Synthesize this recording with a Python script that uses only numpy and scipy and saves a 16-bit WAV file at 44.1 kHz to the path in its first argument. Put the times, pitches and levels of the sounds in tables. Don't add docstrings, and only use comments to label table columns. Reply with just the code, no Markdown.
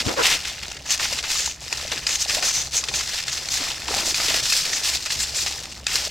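import sys
import numpy as np
from scipy import signal
from scipy.fft import rfft, irfft
from scipy.io import wavfile
from scipy.ndimage import uniform_filter1d

SR = 44100
rng = np.random.default_rng(int(sys.argv[2]) if len(sys.argv) > 2 else 0)


def generate_wav(signal):
    frames = np.transpose(np.atleast_2d(signal))
    scaled = np.clip(frames, -1, 1) * 32767
    pcm = np.round(scaled).astype(np.int16)
    wavfile.write(sys.argv[1], SR, pcm)


N = 269186
TIME = np.arange(N) / SR


def amp(db):
    return 10 ** (np.asarray(db) / 20)


def unit(x):
    return x / np.sqrt(np.mean(x ** 2))


def add(track, time_s, sound):
    start = max(int(time_s * SR), 0)
    track[start:start + len(sound)] += sound[:N - start]


def walk(rate_hz):
    return np.interp(TIME * rate_hz, np.arange(N), rng.standard_normal(N)) * np.sqrt(3 / 2)


def resonate(x, hz, width_hz):
    return signal.lfilter(*signal.iirpeak(min(hz, SR / 3), hz / min(width_hz, SR / 4), fs=SR), x)


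def colour(x, spectrum, size=1024):
    hz, db = np.transpose(spectrum)
    bins_hz = np.fft.rfftfreq(size, 1 / SR) + 1
    log_gain = np.log(amp(np.interp(np.log(bins_hz), np.log(hz), db)))
    cepstrum = irfft(log_gain)[:size // 2]
    cepstrum[1:] *= 2
    return signal.oaconvolve(x, irfft(np.exp(rfft(cepstrum, size))))[:N]


def ticks(rate_hz, spread_db):
    size = amp(spread_db * np.minimum(rng.exponential(size=N), 5)) * rng.choice([-1, 1], N)
    return unit((rng.random(N) < rate_hz / SR) * size / np.sqrt(rate_hz))


def grains(rate_hz, spread_db, low_hz, high_hz, q, count=14):
    hits, pitch = ticks(rate_hz, spread_db), rng.integers(0, count, N)
    pitches_hz = np.geomspace(low_hz, high_hz, count)
    return sum(resonate(hits * (pitch == k), hz, hz / q) for k, hz in enumerate(pitches_hz))


def pops(rows, decay_cycles, glide, size=4096):
    out, t = np.zeros(N), np.arange(size) / SR
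    for time_s, db, hz in rows:
        turns = hz * t
        fade = np.exp(-turns / decay_cycles)
        phase = 2 * np.pi * turns * (1 + glide * (1 - fade))
        ring = np.sin(phase) * fade * (1 - np.exp(-2 * turns))
        add(out, time_s, amp(db) * ring / np.abs(ring).max())
    return out


def ramp(time_s, length_s):
    return np.clip((TIME - time_s) / length_s, 0, 1)


def press(time_s, length_s, attack_s, release_db_per_s):
    release = amp(-release_db_per_s * np.clip(TIME - time_s - length_s, 0, 1))
    return ramp(time_s - attack_s / 2, attack_s) * release


# (frequency [Hz], gain [dB])
DRONE_SPECTRUM = [(20, -20.5), (35, -26), (48, -6), (58, -4.5), (66, 1), (80, -7.5), (105, -12), (122, -6),
                  (150, -12), (250, -19), (500, -25), (1500, -30), (5000, -31), (12000, -52)]


def drone(level_db=-43.5):
    rumble = unit(colour(rng.standard_normal(N), DRONE_SPECTRUM, size=8192))
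    return rumble * amp(level_db + 1.8 * walk(11))


# (time [s], length [s], bristle level [dB], swell [dB], sand re bristles [dB], mortar level [dB])
BRUSH_STROKES = [(0.0,0.0077,-23,-4,0,-33.5), (0.047,0.095,-29.5,-4.5,-1.5,-35.5),
                 (0.163,0.065,-29.5,3.5,1,-35), (0.222,0.13,-21,0,1.5,-39), (0.388,0.11,-33,7.5,0,-55),
                 (.498,.29,-39.5,-6.5,1.5,-53), (0.85,0.047,-32,10,-2,-49), (0.901,0.025,-20,5,-5.5,-61),
                 (0.993,0.054,-25,7,-2,-40.5), (1.083,0.11,-28,0,-4.5,-42),
                 (1.234,0.042,-32,-2.5,1.5,-46.5), (1.287,0.22,-25,-6,-6.5,-49), (1.61,.07,-35.5,1,-6,-54),
                 (1.701,0.24,-33,-5.5,-1.5,-46.5), (1.909,0.074,-31.5,-1,1,-41),
                 (2.011,0.044,-35.5,-5,2,-56), (2.062,0.088,-24,5,-5,-46.5), (2.194,0.027,-21,3.5,-16,-51),
                 (2.28,0.11,-24.5,-2,-3,-40), (2.42,0.07,-20.5,5,-5.5,-39.5),
                 (2.535,0.14,-25,-15.5,-11,-46), (2.727,0.056,-21,4,-9,-45.5),
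                 (2.811,0.15,-36,6.5,-12,-45.5), (2.937,.072,-23.5,-1.5,-8,-46),
                 (3.017,0.18,-29.5,5,-2,-49), (3.259,0.23,-31,-3,-6.5,-46.5),
                 (3.505,0.069,-22.5,-0.5,-13,-46.5), (3.577,0.12,-28,0,0,-41.5),
                 (3.699,0.16,-33.5,-5,-2.5,-45.5), (3.874,0.15,-26,4.5,-3,-36),
                 (4.039,0.067,-22,3,-16,-37.5), (4.147,0.039,-22.5,-2.5,-8,-42), (4.19,.21,-23,-1,-3.5,-39),
                 (4.431,0.18,-22,2,-16,-48), (4.635,0.068,-26,-2,-4.5,-42), (4.718,0.1,-24.5,-9,-7,-44),
                 (4.836,0.055,-20.5,1.5,-5.5,-48), (4.919,0.036,-22.5,1,-7,-46),
                 (4.986,0.098,-31.5,3,-10,-54), (5.099,0.079,-27.5,-5.5,-9,-48),
                 (5.184,0.051,-22.5,0.5,-8.5,-63), (5.25,0.11,-31,-4,-5,-49),
                 (5.35,0.087,-22.5,-4.5,-20,-48.5), (5.451,0.21,-32,-10.5,-8.5,-48),
                 (5.686,0.093,-41,-8,-15,-73), (5.873,.04,-29,-3,1,-63), (5.912,0.16,-24.5,-5.5,-4.5,-45)]


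def strokes(rest_db=-47.5, rest_mortar_db=-54, arch_db=0.76):
    bristle_power, sand_power, mortar_power = amp([rest_db, rest_db - 7, rest_mortar_db]) ** 2
    for time_s, length_s, db, swell_db, sand_db, mortar_db in BRUSH_STROKES:
        along = ramp(time_s, length_s) - 0.5
        arch = amp(-arch_db * (2 * along) ** 2)
        pressure = press(time_s, length_s, attack_s=0.036, release_db_per_s=340.5) * arch
        stroke = pressure * amp(db + swell_db * along)
        bristle_power += stroke ** 2
        sand_power += (stroke * amp(sand_db)) ** 2
        mortar_power += (pressure * amp(mortar_db)) ** 2
    return 10 * np.log10([bristle_power, sand_power, mortar_power])


def tuft_snaps(speed, settle_s=0.005):
    snaps = signal.lfilter([1], [1, -np.exp(-1 / (settle_s * SR))], np.abs(ticks(130, spread_db=4)))
    depth = 0.19 * (1 - speed) ** 2 + 0.36
    return (1 + depth * unit(snaps)) / (1 + depth)


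# (frequency [Hz], gain [dB])
BRISTLE_SPECTRUM = [(500, -22.5), (1500, -10.5), (3000, -4.5), (4200, 0.5), (5200, 2.5), (6300, -1),
                    (7500, -5), (8600, -13), (10000, -25), (12000, -33.5), (16000, -32)]
SPRAY_SPECTRUM = [(5000, -40), (7500, 10.5), (8800, 9.5), (10000, 9.5), (11500, 7.5), (14000, 2),
                  (16000, -5)]
SAND_SPECTRUM = [(300, -21), (800, -7), (1300, -7.5), (2000, 0), (2800, 4), (3800, 1), (6000, -52.5),
                 (12000, -45)]


def scrub(bristle_db, sand_db, full_speed_db=-20):
    speed = np.minimum(amp(bristle_db - full_speed_db), 1)
    flicks = ticks(350 + 20000 * speed ** 1.4, spread_db=1)
    twangs = grains(250 + 3000 * speed, spread_db=2.2, low_hz=2300, high_hz=9000, q=16, count=28)
    bristles = unit(colour(flicks, BRISTLE_SPECTRUM))
    bristles = unit(bristles + 0.46 * unit(colour(twangs, BRISTLE_SPECTRUM)))
    flung = ticks(1500 + 16000 * speed, spread_db=-1.5)
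    spray = unit(colour(flicks + 1.25 * flung, SPRAY_SPECTRUM)) * amp(-14.5 + 4 * speed)
    grit = grains(200 + 3500 * speed, spread_db=2, low_hz=900, high_hz=4200, q=5.4, count=16)
    sand = unit(colour(unit(grit) + 0.9 * flicks, SAND_SPECTRUM)) * amp(1.72 * walk(70))
    song = singing_tips()
    duck = 1 / np.sqrt(1 + np.abs(uniform_filter1d(song ** 2, size=1024)))
    tips = duck * (amp(0.57) * (bristles + song) + spray)
    return (tips * amp(bristle_db) + sand * amp(sand_db - 2)) * tuft_snaps(speed)


def spatter(bristle_db):
    crumbs = unit(grains(110, spread_db=1.6, low_hz=1700, high_hz=6500, q=5))
    return crumbs * amp(0.5 * bristle_db - 25)


# (frequency [Hz], gain [dB])
MORTAR_SPECTRUM = [(80, -22), (160, -5), (260, -8), (450, -2.5), (680, -1.5), (1000, -8), (1600, -6.5),
                   (4000, -3)]


def mortar(mortar_db, full_dig_db=-33):
    breaks = grains(1400, spread_db=5, low_hz=239, high_hz=1390, q=4.5)
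    lumps = unit(colour(breaks, MORTAR_SPECTRUM))
    thuds = unit(resonate(resonate(ticks(300, spread_db=1), 170, 200), 180, 330))
    thuds *= amp(1.15 * (mortar_db - full_dig_db) - 2.5)
    hollow = unit(resonate(ticks(900, spread_db=7), 810, 170))
    return (lumps + thuds + amp(-6) * hollow) * amp(mortar_db + 0.5)


# (frequency [Hz], width [Hz], gain [dB])
BLOCK_MODES = [(1900, 1400, -5.5), (2560, 116, 1), (3790, 590, -8.5), (4800, 190, 3.5), (6730, 500, -4)]
# (time [s], relative peak [dB], band centre [Hz], clatter length [s])
BLOCK_KNOCKS = [(.002, -11, 3430, 0.039), (0.4527, -16.5, 3030, 0.015), (0.4756, -25, 2500, 0.021),
                (0.6818, -19, 4200, 0.0042), (0.7186, -17.5, 5530, 0.0046), (0.768, -24.5, 2600, 0.017),
                (.8609, -30, 6000, 0.014), (0.9129, -16, 6000, 0.027), (0.9769, -17, 5500, 0.0068),
                (0.9962, -14, 1900, 0.033), (1.054, -14.5, 1900, 0.017), (1.187, -13, 2680, 0.019),
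                (1.2383, -18, 1950, 0.035), (1.726, -9, 4200, 0.015), (1.9179, -17.5, 4400, 0.015),
                (1.977, -16.5, 3360, 0.013), (2.0672, -8, 4240, 0.021), (2.0908, -15, 3000, 0.015),
                (2.2955, -16, 3400, 0.035), (2.4248, -15, 2540, 0.05), (2.8388, -13.5, 3970, 0.016),
                (2.8855, -13.5, 3770, 0.03), (2.939, -14.5, 3770, 0.031), (3.008, -19.5, 2500, 0.023),
                (3.0755, -16.5, 3600, 0.014), (3.092, -24, 3800, 0.016), (3.237, -18.5, 4500, 0.013),
                (3.2806, -15.5, 3100, 0.03), (3.4553, -22, 5000, 0.016), (3.487, -13.5, 5500, 0.0047),
                (3.8196, -19.5, 2600, 0.0077), (3.8804, -15, 3500, 0.023), (4.144, -9, 3650, 0.01),
                (4.201, -15, 1800, 0.017), (4.343, -10, 2090, 0.017), (4.4548, -13.5, 3500, 0.025),
                (4.522, -11.5, 1960, 0.012), (4.535, -13, 2800, 0.013), (4.7316, -13, 2920, 0.021),
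                (5.0604, -17.5, 2230, 0.034), (5.104, -13.5, 3670, 0.024), (5.463, -15.5, 3500, 0.026),
                (5.471, -20, 2500, 0.024), (5.641, -27, 4500, 0.0071), (5.655, -23, 3200, 0.0086),
                (5.7159, -29, 4460, 0.0085), (5.723, -23.5, 4800, 0.009), (5.867, -7.5, 4470, 0.0067)]


def knocks(impact_s=0.0037, size=4096):
    out, t = np.zeros(N), np.arange(size) / SR
    dulling = signal.butter(3, 7800, fs=SR, output="sos")
    for time_s, db, hz, length_s in BLOCK_KNOCKS:
        clatter = rng.standard_normal(size) * amp(-40 * (t / length_s) ** 1.4)
        chatter = 5.4 * amp(db) * rng.standard_normal(size) * (t < impact_s)
        grip = 1 + 0.045 * rng.standard_normal()
        wood = sum(amp(mode_db) * resonate(clatter + chatter, mode_hz * grip, width_hz)
                   for mode_hz, width_hz, mode_db in BLOCK_MODES)
        blow = signal.sosfilt(dulling, resonate(clatter + 0.95 * wood, hz, 1.2 * hz) + 0.19 * wood)
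        add(out, time_s, amp(db + 1.5) * blow / np.abs(blow).max())
    return out


def walls(x, t60_s, size=8192):
    t = np.arange(size) / SR
    echoes = rng.standard_normal(size) * amp(-60 * t / t60_s) * (t > 0.001)
    wet = signal.oaconvolve(x, echoes / np.sqrt(np.sum(echoes ** 2)))[:N]
    return colour(wet, [(80, 20), (250, -1.5), (600, -11.5), (2000, 0),
                        (5000, -5), (7500, -9), (11000, -60.5)])


# (time [s], relative peak [dB], pitch [Hz])
ARM_BUMPS = [(.0605, -25, 116), (.0695, -17, 112)]


def arm_bumps():
    return pops(ARM_BUMPS, decay_cycles=0.36, glide=-0.075)


# (time [s], length [s], level [dB], start rib rate [Hz], end rib rate [Hz],
# start resonance [Hz], end resonance [Hz])
CUFF_RUBS = [(0.064, 0.052, -29.5, 109.7, 206.5, 171, 514), (0.178, .038, -23, 559, 439, 607, 540)]


def sleeve():
    gain = sum(amp(db) * press(time_s, length_s, attack_s=0.032, release_db_per_s=1000)
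               for time_s, length_s, db, *_ in CUFF_RUBS)
    rubs = np.array(CUFF_RUBS)
    edges_s = np.cumsum(rubs[:, :2], axis=1).ravel()
    rib_hz = np.interp(TIME, edges_s, rubs[:, 3:5].ravel())
    body_hz = np.interp(TIME, edges_s, rubs[:, 5:].ravel())
    ribs_passed = np.floor(np.cumsum(rib_hz * (1 + 0.0955 * walk(300))) / SR)
    slips = np.diff(ribs_passed, prepend=0) * np.sqrt(SR / rib_hz) + 0.5 * rng.standard_normal(N)
    body = np.zeros(N)
    for hz in 125 * 2 ** (np.arange(12) / 4):
        nearness = np.maximum(1 - 4 * np.abs(np.log2(body_hz / hz)), 0)
        body += nearness * unit(resonate(resonate(slips, hz, 1.04 * hz), hz, 1.3 * hz))
    rasp = unit(resonate(resonate(slips, 910, 500), 1420, 1100))
    return (body + amp(-3.5) * rasp) * gain


# (centre time [s], length [s], pitch [Hz], level re bristles [dB])
TIP_GLIDES = [(0.902, 0.072, 6340, 0.5), (1.399, 0.084, 6800, -2.5), (1.495, 0.11, 6400, 2),
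              (2.136, 0.13, 6400, -0.5), (2.222, 0.014, 6200, 4), (2.488, 0.11, 6500, -6),
              (2.586, 0.19, 6200, 1.5), (2.783, 0.04, 6500, 8), (2.966, 0.12, 6300, -2.5),
              (3.331, 0.087, 6260, -2), (3.55, 0.099, 6540, -7), (4.09, 0.12, 6500, -7),
              (4.751, 0.035, 6300, 4), (5.225, 0.048, 7200, -2), (5.376, 0.041, 7200, -2)]


def singing_tips(width_hz=1450, size=16384):
    out, t = np.zeros(N), (np.arange(size) - size / 2) / SR
    for time_s, length_s, hz, db in TIP_GLIDES:
        band = resonate(resonate(rng.standard_normal(size), hz, width_hz), hz, width_hz)
        add(out, time_s + t[0], unit(band) * amp(db) * np.exp(-2 * (t / length_s) ** 2))
    return out


# (time [s], relative peak [dB], pitch [Hz])
MORTAR_PLOPS = [(1.355, -26, 1170), (1.476, -26.5, 870), (1.727, -28, 890), (1.85, -29, 586),
                (1.916, -29.5, 590), (2.259, -29, 700), (2.37, -24, 585), (2.385, -26, 660),
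                (2.43, -27.5, 720), (2.835, -29, 1040), (3.611, -34, 258), (3.886, -23.5, 900),
                (3.94, -20.5, 704), (3.975, -30, 595), (4.2, -29, 640), (4.305, -25, 600),
                (4.345, -27, 630), (5.462, -26.5, 740), (5.95, -34, 410), (6.073, -30, 590)]


def plops():
    return amp(2) * pops(MORTAR_PLOPS, decay_cycles=1.93, glide=0.054)


def scene():
    bristle_db, sand_db, mortar_db = strokes()
    work = scrub(bristle_db, sand_db) + spatter(bristle_db) + mortar(mortar_db) + knocks() + plops()
    bumps = arm_bumps()
    mid = work + amp(-12) * walls(work, t60_s=0.049) + sleeve() + bumps + drone()
    side = tuft_scatter(work) + sleeve() + amp(-11) * bumps
    side += amp(-23.5) * resonate(work, 3300, 8300)
    return np.array([mid + side, mid - side])


# (frequency [Hz], gain [dB])
SIDE_SPECTRUM = [(100, -45), (380, -18), (1200, -12), (4400, -13), (8100, -9), (11000, -39), (15000, -55)]


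def tuft_scatter(work):
    return colour(work * walk(1500), SIDE_SPECTRUM)


def record(dry, knee=0.52, cutoff_hz=15900):
    rounded = dry / (1 + (dry / knee) ** 4) ** (1 / 4)
    return signal.sosfilt(signal.ellip(10, 0.2, 80, cutoff_hz, fs=SR, output="sos"), rounded)


dry = scene()
out = record(dry)
generate_wav(out)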